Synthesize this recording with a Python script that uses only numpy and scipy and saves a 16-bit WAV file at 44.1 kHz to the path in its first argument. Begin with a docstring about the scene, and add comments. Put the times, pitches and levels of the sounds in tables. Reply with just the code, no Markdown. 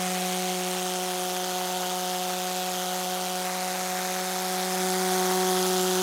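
"""Small pulse jet, heard closer at the end

A small pulse jet fires about 183 times a second while the microphone backs off and then moves closer.
The air column in the pipe drones on the firing rate and its multiples, built from wavering cosines.
Every cycle throws out a puff of roaring exhaust and, later in the cycle, a sharp rasp of intake air.
Both are bursts of shaped noise; the rasp rings faintly at the resonances of the short intake tube."""
import sys
import numpy as np
from scipy import signal
from scipy.fft import rfft, irfft, next_fast_len
from scipy.io import wavfile
from scipy.ndimage import map_coordinates

SR = 44100
rng = np.random.default_rng(int(sys.argv[2]) if len(sys.argv) > 2 else 0)


def to_wav(sig):
    """Store sig (one row per channel, or 1-D mono) as 16-bit WAV at the path in sys.argv[1].

    Samples outside -1..1 are clipped; the rate is SR.
    """
    pcm = np.clip(np.atleast_2d(sig), -1, 1) * 32767
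    pcm = np.round(pcm).astype(np.int16)
    wavfile.write(sys.argv[1], SR, pcm.T)  # frames by channels


N = 265482

# The engine speeds up a little in the second half.
# Each row: time in seconds, firing rate in Hz.
FIRING_RATE = [(0, 183.5), (.5, 182.9), (1.5, 182.4), (2.2, 182.6), (3.2, 182.9), (4.1, 184.2),
               (4.9, 185.1), (5.4, 185), (5.6, 184.3), (6, 184.4)]
# The microphone backs off, lingers, then closes in.
# Each row: time in seconds, distance from the engine in metres.
MIC_DISTANCE = [(0, 1.3), (.3, 1.32), (.9, 1.46), (2, 1.47), (3.4, 1.46), (4.4, 1.33), (5.1, 1),
                (5.7, 0.89), (6, 0.94)]
# The two longest waves swell and fade from place to place around the engine.
# Each row: time in seconds, level of the first tone in dB, level of the second tone in dB.
LOW_TONE_LEVELS = [(0.06, -34.5, -40.5), (0.49, -36, -36), (1.18, -41.5, -37), (1.96, -41, -39.5),
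                   (3.35, -40.5, -41), (3.58, -41, -43.5), (4.38, -40, -39), (4.78, -36, -35.5),
                   (4.81, -34.5, -32.5), (5.4, -34, -28.5), (5.96, -34, -28.5)]
# Each row: time in seconds, level of the fourth tone in dB.
FOURTH_TONE_LEVEL = [(0, -34), (.8, -36.5), (1.7, -33.5), (4.2, -35.5), (4.75, -34), (5.25, -31), (6, -36)]
# Brief dips of the fourth tone.
# Each row: middle of the dip in seconds, depth in dB, length in seconds.
FOURTH_TONE_DIPS = [(1.683, 4.4, 0.027), (1.792, 8.8, 0.023), (5.97, 5.8, 0.019)]
# Overtones of the steep front of the pressure wave.
# Each row: multiple of the firing rate, level in dB, extra dB at the microphone's first position.
FRONT_OVERTONES = [(5, 0, -12), (6, -6, 3), (7, -6, -2), (8, -4.5, -14), (10, -14, -4), (11, -14, -4)]
# Colour of the exhaust noise. Each row: frequency in Hz, relative strength in dB per Hz.
ROAR_COLOUR = [(25, -43), (60, -30.5), (120, -17), (250, -10.5), (420, -3.5), (600, -2), (790, 5.5),
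               (1000, 0), (1350, 2.5), (2000, 0.5), (2700, -2.5), (4000, -11), (8000, -13.5),
               (16000, -19.5)]
# Colour of the intake rasp. Each row: frequency in Hz, relative strength in dB per Hz.
RASP_COLOUR = [(400, -33), (1500, -21), (2500, -6.5), (3400, -1.5), (4500, -1.5), (6000, 0), (7800, -2),
               (10500, -5.5), (12000, -7), (15000, -8), (16000, -19.5)]
# The duller end of each gulp of air. Each row: frequency in Hz, relative strength in dB per Hz.
GULP_COLOUR = [(500, -30), (1400, -8.5), (2200, -0.5), (3300, 1.5), (4200, -2), (6000, -7), (9000, -27),
               (16000, -33)]
# Resonances of the short intake tube. Each row: frequency in Hz, width in Hz, lift in dB.
INTAKE_RESONANCES = [(3180, 450, 3), (6480, 480, 4), (10000, 640, 1)]
# A hollow in the noise shifts as the microphone moves.
# Each row: time in seconds, centre in Hz, gain in dB, reach to either side in Hz.
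NOISE_HOLLOW = [(0, 1470, -0.5, 300), (.6, 1570, -4.5, 450), (.9, 2120, -4, 650), (3.35, 2100, -5.5, 604),
                (3.45, 3060, -5.5, 500), (5.1, 2820, -6.5, 523), (5.7, 2250, -7.5, 700),
                (6, 2280, -6.5, 680)]
# A faint bright spot in the hiss shifts too.
# Each row: time in seconds, centre in Hz, gain in dB, reach to either side in Hz.
BRIGHT_SPOT = [(0, 9000, 2, 1100), (1, 8600, 3, 500), (1.5, 13200, 0.5, 1400), (3, 12900, 1, 1600),
               (3.6, 11600, -.5, 800), (4.3, 11400, 4, 500), (4.8, 9900, 2, 800), (6, 9500, 0, 1000)]

THIRD_DB = -40.5  # the third tone is equally strong everywhere
WAVER_DB, WAVER_PER_S = 0.27, 9  # slow unsteadiness of the third and fourth tones
ROAR_DB, RASP_DB, TREBLE_DB, FRONT_DB = -34, -33, -37.9, -43  # base levels at 1 m
# Each part falls as 1 / distance to this power.
ROAR_FALL, RASP_FALL, TREBLE_FALL, FRONT_FALL = 0.82, 0.98, 1.1, 1.56
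SETTLE_S = 0.92  # the overtones' extra dB fade over this time as the microphone backs off
SPIKY_DB = 1.1  # fast swings of strength inside each rasp
TOP_HZ = 16000  # upper limit of the recorder


def amp(db):
    """Turn decibels into a gain."""
    return 10 ** (np.asarray(db) / 20)


def unit(x):
    """Scale x to an average strength (rms) of 1."""
    return x / np.sqrt(np.mean(x ** 2) + 1e-20)


def curves(rows):
    """Draw straight lines between the rows: one curve for each column after the time."""
    times, *columns = np.transpose(rows)
    return [np.interp(np.arange(N) / SR, times, column) for column in columns]


def wobble(rate):
    """Make a smooth random curve of rms 1 that passes through rate random points a second."""
    points = rng.standard_normal(N // 16)
    return unit(map_coordinates(points, [np.arange(N) * rate / SR], mode="wrap"))


def filtered(x, response):
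    """Multiply the spectrum of x by a gain that depends on frequency."""
    size = next_fast_len(N + SR // 2)  # room for the filter to ring out
    gain = response(np.fft.rfftfreq(size, 1 / SR))
    return irfft(rfft(x, size) * gain, size)[:N]


def coloured(x, spectrum, resonances=()):
    """Shape x by a spectrum, lift it at its resonances, and scale it to rms 1."""
    points_hz, points_db = np.transpose(spectrum)

    def response(hz):
        colour_db = np.interp(np.log(hz + 1), np.log(points_hz), points_db)
        peaks_db = sum(lift_db / (1 + (2 * (hz - centre_hz) / width_hz) ** 2)
                       for centre_hz, width_hz, lift_db in resonances)
        return amp(colour_db + peaks_db)

    return unit(filtered(x, response))


def bursts(cycles, start, rise, fall, scatter_db):
    """Noise flares once a cycle, each time at a new strength; start, rise and fall are parts of a cycle."""
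    number, age = np.divmod(cycles - start + 2, 1)
    strengths = amp(scatter_db * rng.standard_normal(N // 100))
    strength = strengths[number.astype(int)]
    flare = (1 - np.exp(-(age / rise) ** 2)) * np.exp(-age / fall)
    return unit(strength * flare * rng.standard_normal(N))


def spread(level_db, fall):
    """Sound thins out with distance: gain at the moving microphone for a level given at 1 m."""
    distance_m = curves(MIC_DISTANCE)[0]
    return amp(level_db) / distance_m ** fall


def pipe_tone(cycles, order, flutter_db, slip, dispersion=0.772):
    """One air-column tone; uneven combustion shakes its strength and its phase (slip, in radians)."""
    shake = unit(wobble(32) + 0.72 * wobble(130))
    # low and high tones cross the hot, tapered pipe at different speeds
    lag = dispersion * (order - 3) ** 2
    phase = 2 * np.pi * order * cycles + lag + slip * wobble(90)
    return -unit(amp(flutter_db * shake) * np.cos(phase))


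def waver():
    """A slow random gain for the unsteady tones."""
    return amp(WAVER_DB * wobble(WAVER_PER_S))


def drone(cycles):
    """The pipe holds the lowest tone steady; higher tones waver more and the fourth sometimes falters."""
    first_db, second_db = curves(LOW_TONE_LEVELS)
    fourth_db = curves(FOURTH_TONE_LEVEL)[0]
    t = np.arange(N) / SR
    dip_db = sum(depth_db * np.exp(-(2 * (t - middle_s) / length_s) ** 2)
                 for middle_s, depth_db, length_s in FOURTH_TONE_DIPS)
    first = amp(first_db) * pipe_tone(cycles, order=1, flutter_db=0.23, slip=0.012)
    second = amp(second_db) * pipe_tone(cycles, order=2, flutter_db=0.34, slip=0.04)
    third = amp(THIRD_DB) * waver() * pipe_tone(cycles, order=3, flutter_db=0.05, slip=0.061)
    fourth = amp(fourth_db - dip_db) * waver() * pipe_tone(cycles, order=4, flutter_db=1.0, slip=0.072)
    return first + second + third + fourth


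def front(cycles):
    """The pressure wave steepens in the pipe and gains weak overtones that come and go."""
    early = np.interp(np.arange(N) / SR, [0, SETTLE_S], [1, 0])
    tones = 0
    for multiple, level_db, offset_db in FRONT_OVERTONES:
        gain = amp(level_db + early * offset_db + 2.2 * wobble(2.41))
        tones = tones + gain * pipe_tone(cycles, order=round(multiple), flutter_db=0.5, slip=0.32)
    return spread(FRONT_DB, FRONT_FALL) * tones


def exhaust(cycles):
    """Each blast pushes a turbulent puff out of the tailpipe, over a steady rush."""
    puffs = bursts(cycles, start=-0.19, rise=0.26, fall=0.39, scatter_db=1.84)
    rush = 0.65 * rng.standard_normal(N)
    return spread(ROAR_DB, ROAR_FALL) * coloured(puffs + rush, ROAR_COLOUR)


def intake(cycles):
    """Air tears through the narrow intake once a cycle: a bright, spiky rasp that dulls as the flow slows."""
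    uneven = cycles + 0.01 * wobble(180)
    tear = bursts(uneven, start=0.5, rise=0.2, fall=0.13, scatter_db=0.2)
    tear = unit(tear * amp(SPIKY_DB * wobble(2500)))
    hiss = 0.37 * rng.standard_normal(N)
    bright = coloured(tear + hiss, RASP_COLOUR, INTAKE_RESONANCES)
    gulp = bursts(uneven, start=0.72, rise=0.23, fall=0.12, scatter_db=0.5)
    dull = coloured(gulp, GULP_COLOUR, INTAKE_RESONANCES)
    rasp = bright + amp(-4.0) * dull
    # the treble, above about 8000 Hz, is beamed: its share depends on where the microphone stands
    treble = filtered(rasp, lambda hz: 1 / (1 + (8000 / (hz + 1)) ** 8))
    body = spread(RASP_DB, RASP_FALL) * unit(rasp - treble)
    return body + spread(TREBLE_DB, TREBLE_FALL) * unit(treble)


def patches(hz, t, span_hz, rate):
    """A smooth random field of rms 1, with random points span_hz apart and rate of them a second."""
    grid = np.meshgrid(hz / span_hz, t * rate, indexing="ij")
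    return unit(map_coordinates(rng.standard_normal(grid[0].shape), grid, mode="wrap"))


def shifting(x, bands, patchy_db, shimmer_db):
    """Lift or sink moving bands, and add the drifting patches of colour from turbulence and motion."""
    hz, t, spectrum = signal.stft(x, SR, nperseg=512)
    for band in bands:
        times, *columns = np.transpose(band)
        centre_hz, gain_db, reach_hz = [np.interp(t, times, column) for column in columns]
        away = (hz[:, None] - centre_hz) / reach_hz
        spectrum = spectrum * amp(gain_db * np.exp(-np.abs(away) ** 3))
    slow = patches(hz, t, span_hz=327.0, rate=2.46)
    fast = patches(hz, t, span_hz=505, rate=25)
    spectrum = spectrum * amp(patchy_db * slow + shimmer_db * fast)
    return signal.istft(spectrum, SR, nperseg=512)[1][:N]


def scene():
    """One firing cycle drives the drone, wave front, exhaust and intake."""
    rate_hz = curves(FIRING_RATE)[0] + 0.35 * wobble(45) + 0.15 * wobble(5)
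    cycles = np.cumsum(rate_hz) / SR  # firing cycles counted so far
    noise = exhaust(cycles) + intake(cycles)
    jets = shifting(noise, [NOISE_HOLLOW, BRIGHT_SPOT], patchy_db=0.55, shimmer_db=0.63)
    return (drone(cycles) + front(cycles) + jets)[None]


def record(dry):
    """The recorder keeps nothing above its band limit."""
    return filtered(dry[0], lambda hz: hz < TOP_HZ)[None]


dry = scene()
out = record(dry)
to_wav(out)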